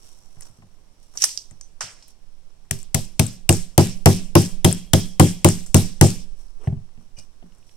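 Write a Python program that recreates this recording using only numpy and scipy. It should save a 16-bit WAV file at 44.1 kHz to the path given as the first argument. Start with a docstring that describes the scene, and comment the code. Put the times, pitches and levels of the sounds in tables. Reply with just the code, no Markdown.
"""A steel rod is rammed down thirteen times on an old revolver on a cloth-covered table in a bare room.
Noise bursts make the steel crack, and pushed modes make the table boom and overload a small stereo recorder.
Before and between the blows, resonant noise bursts click like small metal parts under the fingers.
The rod scrapes and is laid down with a bouncing thump of one low mode. Grainy noise rustles as a leather
sleeve, over steady room noise."""
import sys
import numpy as np
from scipy import signal
from scipy.io import wavfile

SR = 44100
rng = np.random.default_rng(int(sys.argv[2]) if len(sys.argv) > 2 else 0)


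def master_out(mix):
    """Clip the mix to full scale and print it as 16-bit PCM to the path in sys.argv[1]."""
    frames = np.transpose(np.atleast_2d(mix))
    ceiling = np.clip(frames, -1, 1)
    pcm = np.round(ceiling * 32767).astype(np.int16)
    wavfile.write(sys.argv[1], SR, pcm)


N = 342216

# Rod blows: t/s, boom level/dB, crack level/dB, contact/ms, clack f/Hz, clack level/dB
ROD_BLOWS = [(2.7094, -16, -8, 3, 2670, -28.5), (2.9441, -9, -6.5, 4.9, 2210, -21),
             (3.194, -6, -4.5, 4.9, 2230, -19), (3.491, -2.5, 1, 3.9, 2530, -14),
             (3.778, 0.5, 5, 1.6, 2770, -22), (4.0577, 1.5, 4.5, 2.76, 1790, -22),
             (4.353, 1, 7, 0.32, 2680, -11), (4.645, -0.7, -3.5, 5.8, 3250, -16),
             (4.933, -2.14, -2, 4.7, 3330, -15.5), (5.1961, 1.5, -1.5, 3.9, 1940, -21),
             (5.445, 0, 3, 2.46, 2520, -13), (5.7437, 0, 3, 2.75, 2830, -17.5),
             (6.0113, 1.5, 9, 0.68, 1760, -8)]
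# Loose things that jump and land after a blow: delay/ms, level/dB
RATTLES = [(8.7, -23), (18.2, -30)]
# Table top modes: f/Hz, level/dB, t60/s, left minus right/dB, gain per dB of force/dB
TABLE_MODES = [(97.7, 2.5, 0.18, -2, 0.07), (116.2, -13, 0.27, 4.5, -0.26), (141.8, -0.66, 0.16, 5.5, 0.27),
               (172.8, -15, 0.32, 2.5, 0.47), (186.6, -21, 0.44, 4, -0.34), (229.5, -14.5, 0.22, 4, -0.48),
               (256.5, -30, 0.35, 3.5, -.9), (295, -12.5, 0.17, 1, -0.4), (340.3, -4, 0.12, 3.5, 0.48),
               (385, -15, 0.22, -2, -0.6), (443, -15, 0.036, 11, 2), (520, -11, 0.028, 5, 1.15),
               (646.6, -15, 0.14, 8, -0.34), (792, -16.5, 0.17, 1.5, 0.3), (707, -8.5, 0.041, 0.5, -1),
               (875, -0.5, 0.024, 2, 0.5)]
# Soft knocks on the table: t/s, boom level/dB, thud level/dB, share reaching the lowest modes/dB
SOFT_KNOCKS = [(0.367, -54.5, -60.5, 13), (0.495, -45, -77, -5), (0.582, -33, -83, -15),
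               (0.62, -31.5, -58.5, -12.5), (1.231, -56, -52, -4), (1.51, -39, -62, -5),
               (1.834, -38, -59, -1), (6.671, -11, -47.5, -2.5), (6.696, -29, -64, 14),
               (6.723, -17.5, -58, -3), (6.768, -28, -63, -5), (6.973, -33, -66, -15),
               (7.175, -42, -57, 1.5), (7.424, -23, -61.5, -36)]
# Dense upper modes of the table, decay: f/Hz, t60/s
THUD_DECAY = [(100, 0.59), (400, 0.15), (1100, 0.077), (3000, 0.024)]
# Dense upper modes of the table, colour: f/Hz, level/dB
THUD_SPECTRUM = [(60, -33), (150, -10), (400, -2.5), (750, -5), (1300, -18.5), (2500, -14.5), (6000, -53.5)]
# Close modes of the steel rod: f/Hz, level/dB, t60/s
ROD_MODES = [(3190, -4, .45), (3268, 0, .5), (3320, -2, .45), (3375, -2, .35)]
# Blows that leave the rod ringing: t/s, level/dB
RINGING_BLOWS = [(4.355, -45), (4.647, -37), (4.934, -35), (5.198, -37)]
# The rod lands and bounces on the cloth: t/s, level/dB
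ROD_LANDINGS = [(6.674, -7.5), (6.725, -15), (6.768, -22)]
# Resonances of the sliding rod and table: f/Hz, width/Hz, level/dB
SCRAPE_RESONANCES = [(403, 200, 1.5), (880, 370, -7.5), (2800, 990, -12), (5787, 500, -17),
                     (8300, 1600, -16)]
# Metal clicks: t/s, peak level/dB, left minus right/dB, f/Hz, t60/ms, room send/dB, duller body/dB
METAL_CLICKS = [(0.408, -30.5, -8, 8750, 25, -16, -17.5), (0.4208, -36, 2, 5760, 34, -19, -14),
                (0.4317, -47, 20, 7300, 14, -14.5, -8), (1.164, -42, -3, 7500, 6, -11.5, -30),
                (1.1733, -17.5, -1, 5640, 23, -12, -26.5), (1.2208, -10, -7, 5770, 11, -13.5, -27),
                (1.2242, -12, 5, 6130, 11, -5, -22), (1.2305, -19.5, -10.5, 5850, 12, -3, -23.5),
                (1.2405, -11, 4, 8720, 71, -2, -16.5), (1.2393, -4, -19.5, 5586, 17, -5.5, -13),
                (1.3745, -14.5, -1.5, 5270, 9.4, -9, -37.5), (1.51, -41.5, 9, 7390, 20.5, -22, -8),
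                (1.611, -30.5, 0, 6400, 12, -6, -14.5), (1.807, -21.5, 2.5, 6040, 44, 10, -11),
                (1.809, -25, -15, 1234, 78, 13.5, -1), (2.025, -39, 10, 4970, 12.5, 6, -9),
                (2.0815, -41.5, -4, 10000, 13.4, -5, -16), (2.83, -31.5, 10.5, 7700, 5.2, -18, -15),
                (3.266, -26, 17, 7900, 13, -25, -31), (3.526, -16.5, 15, 7800, 10, 2, -15),
                (4.713, -24, 10, 13800, 26, -20.5, -3), (4.7263, -30, 41.5, 8500, 13, -14, -14.5),
                (5.4875, -19, 27, 7800, 8.4, 6, -13.5), (5.662, -34, -4.5, 7550, 56, 6.5, -16),
                (5.768, -10, 9, 9100, 6, -13.5, -14.5), (6.6726, -35.5, 9.5, 1830, 16, 1, -14.5),
                (6.482, -54, 1, 4520, 12.8, -12.5, -20.5), (6.89, -54, 2, 903, 12.4, -9, -14),
                (7.188, -37.5, 22, 5080, 31, -2, -21.5), (7.197, -38.5, 6.5, 5700, 12, -10, -14),
                (7.549, -54, 5, 8640, 10, -10, -20), (7.5214, -54, 8, 2800, 12.6, -9, -17),
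                (7.5834, -54, 6, 8340, 12.5, -7, -13), (7.6275, -54.5, -5, 2880, 14.8, -9, -16),
                (7.6933, -52, -13, 2910, 15, -2, -10)]
# Steel frame modes: f/Hz, level/dB, t60/s
FRAME_MODES = [(2440, -29, 0.08), (2880, -28, .12), (4860, -26, 0.17), (5700, -28, 0.1), (6050, -25, 0.22),
               (8150, -25, .09)]
# Movements of sleeve and fingers: peak t/s, rustle level/dB, dull rub level/dB, dying time/s
MOVEMENTS = [(.07, -57, -65.5, 0.16), (0.436, -57, -59, 0.063), (1.03, -64, -85, 0.04),
             (1.157, -75, -49.5, 0.023), (1.224, -31.5, -79, 0.054), (2.087, -53.5, -79.5, 0.015),
             (6.399, -62, -67.5, 0.071), (6.649, -64, -52, 0.049), (7.03, -75, -74, 0.034),
             (7.188, -54, -58, 0.025), (7.44, -79, -70.5, 0.042), (7.539, -70, -68.5, 0.026),
             (7.69, -64.5, -87, 0.06)]
# Decay of the room: f/Hz, t60/s
ROOM_DECAY = [(300, 0.94), (1100, 0.33), (2900, 0.42), (7700, 0.38), (14000, 0.31)]
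# Colour of the room's echoes: f/Hz, level/dB
ROOM_SPECTRUM = [(300, 2), (900, 1.5), (1600, -1), (2900, 1.5), (7700, -2.5), (11500, -7.5), (14000, -23),
                 (16500, -20.5)]
# Relative noise density of the quiet room: f/Hz, level/dB
NOISE_SPECTRUM = [(15, -33), (25, -2.5), (62, -5), (214, -23), (927, -32.5), (1060, -33), (1180, -38.5),
                  (3810, -36.5), (11300, -45.5), (14800, -50), (16500, -62)]
# Microphone port resonances, left list then right list: f/Hz, width/Hz, level/dB
PORT_RESONANCES = [
    [(8100, 2400, 8.5), (5700, 2900, -10), (13200, 1800, -6)],
    [(5385, 990, 10.5), (2900, 570, 3), (7550, 4500, -16.5)],
]

# Crack: the steel contact builds, holds, then dies; the grind is hollow between clack and treble
GRIP_MS, LET_GO_MS = 1, 1
HOLLOW_HZ, HOLLOW_WIDTH_HZ, HOLLOW_SHARE = 3960, 2500, 0.47
CRACK_LAG = 20  # samples by which the right port hears it later
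# Clack: rough, its pitch blurred; it dies after the contact
CLACK_WIDTH_HZ, CLACK_T60_MS = 650, 12
# Shiver: six more bright ticks per blow, at random from 20 ms on within this span, fading
SHIVER_S, SHIVER_DB, SHIVER_LOSS_DB_PER_S = 0.099, -13.5, 106.5
# What a blow of 0 dB boom sends to the room; dB gained per dB of boom
ECHO_DB, ECHO_FOLLOWS = -8, 1

# Push on the table at 0 dB boom: harder is shorter, and it follows the contact
BLOW_PUSH_MS, PUSH_MS_PER_DB, BOOM_DELAY_S = 2.146, 0.15, 0.0011
# A sharp, shorter tap starts together with every push and reaches the upper modes; it gains with force
TAP_MS, TAP_DB, TAP_FOLLOWS = 0.76, -4.5, 0.96
# A soft knock pushes longer and shares the blend of modes of a blow this soft
KNOCK_PUSH_MS, KNOCK_BLEND_DB = 4.3, -7.5
TABLE_LATE_MS = 0.3  # the right port hears the modes later
# Thud of a blow of 0 dB boom; dB gained per dB of boom; samples the right port hears it later
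THUD_DB, THUD_FOLLOWS, THUD_LAG = -14, 1.85, 9

DROP_HZ, DROP_T60_S = 140, 0.078  # a short dead thump
SCRAPE_S, SCRAPE_DB = (6.595, 6.672), -51  # the rod slides on the table before it drops

# Clicks: little below a share of the pitch; widths of two resonances in a row as shares of it
CLICK_FLOOR_SHARE, CLICK_WIDTH_1, CLICK_WIDTH_2 = 0.72, 0.22, 0.7
FAR_DB_PER_OCTAVE = 18  # a click stirs frame modes far from its own pitch less
# A finger drags along the frame, ever lighter, and damps its modes to this width
RUB_S, RUB_DB, RUB_WIDTH_HZ = (7.166, 7.25), -63, 140

RISE_SHARE = 0.45  # a rustle swells in this share of its dying time
REST_DB, REST_RUB_DB = -79, -70.5  # faint rustle and rub between movements
LEATHER_HZ, LEATHER_WIDTH_HZ, LEATHER_DB = 5710, 750, -11.5  # narrow hissing band
ROOM_NOISE_DB = -56  # rms over both channels
# Zero-line wander: at rest; after a 0 dB boom; dB per dB of boom; dying time
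WANDER_REST_DB, WANDER_DB, WANDER_FOLLOWS, WANDER_S = -41.5, -28, 0.38, 0.36
CUTOFF_HZ = 17100


def rod_blows():
    """Grinding steel contact with rattles and ticks, its pitched clack, and the impulses sent to the room."""
    crack, clacks, sent = np.zeros(N), np.zeros(N), np.zeros(N)
    t = np.arange(1400) / SR
    build = np.minimum(1000 * t / GRIP_MS, 1)
    for s, boom_db, crack_db, ms, clack_hz, clack_db in ROD_BLOWS:
        past_contact_ms = np.maximum(1000 * t - ms, 0)
        for late_ms, db in [(0, 0.008)] + RATTLES:
            noise = butter(rng.standard_normal(len(t)), [1300, 13500], "band")
            grind = noise * build * np.exp(-past_contact_ms / LET_GO_MS)
            hollow = grind - HOLLOW_SHARE * resonance(grind, HOLLOW_HZ, HOLLOW_WIDTH_HZ)
            add(crack, s + late_ms / 1000, hollow * from_db(crack_db + db))

        # The resonance runs in for 600 samples before it is heard.
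        rough = resonance(rng.standard_normal(len(t) + 600), clack_hz, CLACK_WIDTH_HZ)[600:]
        pitched = rms_one(resonance(rough, clack_hz, 2 * CLACK_WIDTH_HZ))
        clack = pitched * build * from_db(-60 * past_contact_ms / CLACK_T60_MS)
        add(clacks, s, clack * from_db(clack_db))

        for late_s, chance in rng.random((6, 2)) * [SHIVER_S, 1] + [0.02, 0]:
            tick = butter(rng.standard_normal(len(t)), [3500, 11000], "band") * np.exp(-t / 0.0016)
            tick_db = crack_db + SHIVER_DB - SHIVER_LOSS_DB_PER_S * late_s - 8 * chance
            add(crack, s + late_s, tick * from_db(tick_db))
        add(sent, s, from_db([ECHO_DB + ECHO_FOLLOWS * boom_db]))
    return crack, clacks, sent


def table_pushes():
    """Blows and knocks as t/s, level/dB, thud/dB, push/ms, lowest modes/dB, blend/dB; harder blows push shorter."""
    pushes = []
    for s, db, *_ in ROD_BLOWS:
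        push_ms = BLOW_PUSH_MS - PUSH_MS_PER_DB * db
        pushes.append((s + BOOM_DELAY_S, db, THUD_DB + THUD_FOLLOWS * db, push_ms, 0, db))
    for s, db, thud_db, bass_db in SOFT_KNOCKS:
        pushes.append((s + BOOM_DELAY_S, db, thud_db, KNOCK_PUSH_MS, bass_db, KNOCK_BLEND_DB))
    return pushes


def table(pushes, spread_db=2.5):
    """Half-sine pushes ring the table's separate modes; its dense upper modes blur into a thud."""
    boom, struck = np.zeros((2, N)), np.zeros(N)
    luck = rng.standard_normal((len(pushes), len(TABLE_MODES)))
    for k, (hz, level_db, t60, pan_db, follows) in enumerate(TABLE_MODES):
        force, lowest = np.zeros(N), k < 3
        for (s, db, _, ms, bass_db, blend_db), chance in zip(pushes, luck[:, k]):
            gain = from_db(db + level_db + follows * blend_db + lowest * bass_db + spread_db * chance)
            add(force, s, half_sine(ms) * gain)
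            if not lowest:
                add(force, s, half_sine(TAP_MS) * gain * from_db(TAP_DB + TAP_FOLLOWS * db))
        sign = 1 if lowest else (-1) ** k  # lowest three in step, the others in turns
        late = round(TABLE_LATE_MS * SR / 1000)
        boom += spread(sign * ring(force, hz, t60), pan_db / 2, -pan_db / 2, late)
    for s, _, thud_db, *_ in pushes:
        add(struck, s, from_db([thud_db]))
    thud = dying(struck, THUD_SPECTRUM, THUD_DECAY, alike=0.87, swell_s=0.00047, patchy_db=2.5)
    return boom + spread(thud, 45.1, 41.65, THUD_LAG)


def rod_ring():
    """The rod rings in a cluster of close modes that beat against each other."""
    struck = np.zeros(N)
    for s, ring_db in RINGING_BLOWS:
        add(struck, s, from_db([ring_db]))
    return sum(smeared(from_db(db) * ring(struck, hz, t60), 60) for hz, db, t60 in ROD_MODES)


def drop():
    """The cloth deadens the table under the falling rod: one low mode, soon gone."""
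    force = np.zeros(N)
    for s, db in ROD_LANDINGS:
        add(force, s, half_sine(KNOCK_PUSH_MS) * from_db(db))
    return ring(force, DROP_HZ, DROP_T60_S)


def scrape():
    """Sliding roughness excites resonances of rod and table, growing until the drop."""
    t, (start, stop) = np.arange(N) / SR, SCRAPE_S
    uneven = rms_one(butter(rng.standard_normal(N), 150, "low"))
    rough = rng.standard_normal(N) * from_db(2.5 * uneven)
    colour = sum(from_db(db) * rms_one(twice_resonant(rough, hz, width, width))
                 for hz, width, db in SCRAPE_RESONANCES)
    swell = np.interp(t, [start, start + 0.018, stop, stop + 0.017], [0.022, 0.55, 1.0, 0])
    return from_db(SCRAPE_DB) * colour * swell


def click_colour(x, hz, body_db):
    """Two broad resonances give a click its pitch, over a duller body."""
    bright = butter(x, CLICK_FLOOR_SHARE * hz, "high")
    pitched = twice_resonant(bright, hz, CLICK_WIDTH_1 * hz, CLICK_WIDTH_2 * hz)
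    return pitched + from_db(body_db) * butter(x, [650, 2400], "band")


def clicks():
    """Dying noise excites each metal part's resonance; an impulse of the same colour goes to the room."""
    dry, sent, t = np.zeros((2, N)), np.zeros(N), np.arange(2600) / SR
    for s, db, pan_db, hz, ms, room_db, body_db in METAL_CLICKS:
        noise = rng.standard_normal(len(t)) * from_db(-60000 * t / ms)
        tick = click_colour(noise, hz, body_db)
        blip = click_colour(1.0 * (t == 0), hz, body_db)
        sides = from_db(db + 0.5 * pan_db * np.array([[1], [-1]]))
        add(dry, s, tick / np.abs(tick).max() * sides)
        add(sent, s, blip * from_db(db + room_db))
    return dry, sent


def frame():
    """Clicks and a drag stir the steel frame's modes; clicks between first and last blow leave it silent."""
    out = np.zeros(N)
    luck = rng.standard_normal((len(METAL_CLICKS), len(FRAME_MODES)))
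    dragging = np.interp(np.arange(N) / SR, RUB_S, [1, 0], left=0)
    for k, (hz, level_db, t60) in enumerate(FRAME_MODES):
        struck, drag = np.zeros(N), dragging * rng.standard_normal(N)
        for (s, db, _, pitch_hz, *_), chance in zip(METAL_CLICKS, luck[:, k]):
            amid_blows = ROD_BLOWS[0][0] < s < ROD_BLOWS[-1][0]
            if not amid_blows:
                far_db = FAR_DB_PER_OCTAVE * abs(np.log2(hz / pitch_hz))
                add(struck, s, from_db([db + level_db - far_db + 3 * chance]))
        out += smeared(ring(struck, hz, t60), 130)
        rub = twice_resonant(drag, hz, RUB_WIDTH_HZ, RUB_WIDTH_HZ)
        out += from_db(RUB_DB) * np.sqrt(SR / RUB_WIDTH_HZ) * rub  # narrow bands keep their loudness
    return out


def rustle(rough_db=3.05):
    """Dense uneven grains of leather and cloth over a duller rub; each movement swells and dies."""
    t = np.arange(N) / SR
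    high_gain, low_gain = from_db(REST_DB), from_db(REST_RUB_DB)
    for s, high_db, low_db, dying_s in MOVEMENTS:
        shape = np.exp(-np.abs(t - s) / dying_s / np.where(t < s, RISE_SHARE, 1))
        high_gain = high_gain + from_db(high_db) * shape
        low_gain = low_gain + from_db(low_db) * shape
    uneven = rms_one(butter(rng.standard_normal(N), 120, "low"))
    grains = rng.standard_normal((2, N)) * from_db(rough_db * uneven)
    high = rms_one(butter(grains, [2200, 11000], "band"))
    low = rms_one(butter(grains, [200, 1300], "band"))
    hiss = rms_one(twice_resonant(high, LEATHER_HZ, LEATHER_WIDTH_HZ, LEATHER_WIDTH_HZ))
    return high_gain * (high + from_db(LEATHER_DB) * hiss) + low_gain * low


def room_noise():
    """Steady broad noise; the bass is largely alike in both channels."""
    out = 0
    for hz, pair in bands(N):
        out = out + from_db(at_hz(NOISE_SPECTRUM, hz)) * partly_alike(pair, np.clip(400.0 / hz, 0, 0.9))
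    return from_db(ROOM_NOISE_DB) * rms_one(out)


def wander():
    """Infrasonic wavering near 7 Hz, far stronger in the right channel; each blow stirs it up."""
    noise, stirred = rng.standard_normal(N + SR), np.zeros(N)
    for s, boom_db, *_ in ROD_BLOWS:
        add(stirred, s, from_db([WANDER_DB + WANDER_FOLLOWS * boom_db]))
    excited = signal.lfilter([1], [1, -np.exp(-1 / (WANDER_S * SR))], stirred)
    rocking = resonance(resonance(noise, 7.2, 1.8), 12.0, 19.0)[SR:]
    return rms_one(rocking) * (from_db(WANDER_REST_DB) + excited) * from_db([[-25.5], [0]])


def dying(impulses, colour, t60s, alike, swell_s, patchy_db):
    """Countless modes or echoes: the energy put into each band swells, dies away and sounds as noise."""
    out, rise = 0, np.exp(-1 / (swell_s * SR))
    for hz, pair in bands(N):
        fall = from_db(-120 / (at_hz(t60s, hz) * SR))  # energy falls twice as fast as amplitude
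        power = butter(impulses + 1e-9, hz * 2 ** np.array([-0.25, 0.25]), "band") ** 2
        energy = signal.lfilter([1 - rise], np.convolve([1, -fall], [1, -rise]), power)
        patches = rms_one(butter(rng.standard_normal(N), 11.0, "low"))  # each band dips on its own
        gain = from_db(at_hz(colour, hz) + patchy_db * patches)
        out = out + gain * np.sqrt(energy) * partly_alike(pair, alike)
    return out


def smeared(x, hz):
    """Slow noise makes a ring swell and waver at random."""
    return x * (0.45 + 0.9 * rms_one(butter(rng.standard_normal(N), hz, "low")))


def half_sine(ms):
    """A push of unit area."""
    push = np.sin(np.linspace(0, np.pi, round(ms * SR / 1000)))
    return push / push.sum()


def ring(impulses, hz, t60):
    """A unit impulse sets a sine of height 1 ringing."""
    r, w = from_db(-60 / (t60 * SR)), 2 * np.pi * hz / SR
    return signal.lfilter([0, np.sin(w)], [1, -2 * r * np.cos(w), r * r], impulses + 1e-18)


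def resonance(x, hz, width_hz):
    """Band-pass with gain 1 on top."""
    r = np.exp(-np.pi * width_hz / SR)
    b = np.array([1, 0, -1]) * (1 - r * r) / 2
    return signal.lfilter(b, [1, -2 * r * np.cos(2 * np.pi * hz / SR), r * r], x)


def twice_resonant(x, hz, width_1_hz, width_2_hz):
    """Two resonances in a row at one pitch."""
    return resonance(resonance(x, hz, width_1_hz), hz, width_2_hz)


def butter(x, hz, kind):
    """Butterworth filter of design order two."""
    return signal.sosfilt(signal.butter(2, hz, kind, fs=SR, output="sos"), x)


def bands(size):
    """Half-octave bands of noise, own in each channel, with their centres."""
    edges, white = 25 * 2 ** np.arange(0, 9.6, 0.5), rng.standard_normal((2, 2, size))
    # Neighbouring bands take turns with two noises.
    return [(np.sqrt(a * b), butter(white[k % 2], [a, b], "band"))
            for k, (a, b) in enumerate(zip(edges, edges[1:]))]


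def partly_alike(pair, alike):
    """Mix a share of the left noise into the right at equal power."""
    left, right = pair
    return np.array([left, alike * left + np.sqrt(1 - alike ** 2) * right])


def spread(x, left_db, right_db, lag):
    """Levels for the two ports, the right one late by lag samples."""
    x = x * from_db([[left_db], [right_db]])
    x[1] = np.concatenate([np.zeros(lag), x[1, :-lag]])
    return x


def add(track, s, sound):
    """Mix a short sound in at time s."""
    i = round(s * SR)
    track[..., i:i + sound.shape[-1]] += sound[..., :N - i]


def from_db(db):
    """Decibels to gain."""
    return 10 ** (np.asarray(db, float) / 20)


def rms_one(x):
    """Scale to unit rms."""
    return x / np.sqrt(np.mean(x ** 2) + 1e-20)


def at_hz(points, hz):
    """Read a spectrum on a log frequency axis."""
    f, values = np.array(points).T
    return np.interp(np.log(hz), np.log(f), values)


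def scene():
    """Everything at the two microphone ports."""
    crack, clack, crack_sent = rod_blows()
    boom = table(table_pushes())
    ticks, ticks_sent = clicks()
    blows = spread(crack, -1.8, -9.0, CRACK_LAG) + clack + boom + rod_ring()
    room = dying(crack_sent + ticks_sent, ROOM_SPECTRUM, ROOM_DECAY, alike=0.46, swell_s=0.0006, patchy_db=1.8)
    return blows + drop() + scrape() + ticks + frame() + rustle() + room + room_noise()


def record(dry):
    """Ports resonate, bass rolls off, loud booms saturate, the zero line wanders and the top is cut."""
    x = np.array([c + sum((from_db(db) - 1) * resonance(c, hz, width_hz) for hz, width_hz, db in port)
                  for c, port in zip(dry, PORT_RESONANCES)])
    x = butter(x, 100.0, "high")
    top = 0.78  # ceiling of the overload
    x = x / (1 + np.abs(x / top) ** 4) ** 0.25
    x = signal.lfilter(*signal.butter(1, 22, "high", fs=SR), x) + wander()
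    return signal.sosfilt(signal.cheby2(16, 80, CUTOFF_HZ, fs=SR, output="sos"), x)


dry = scene()
out = record(dry)
master_out(out)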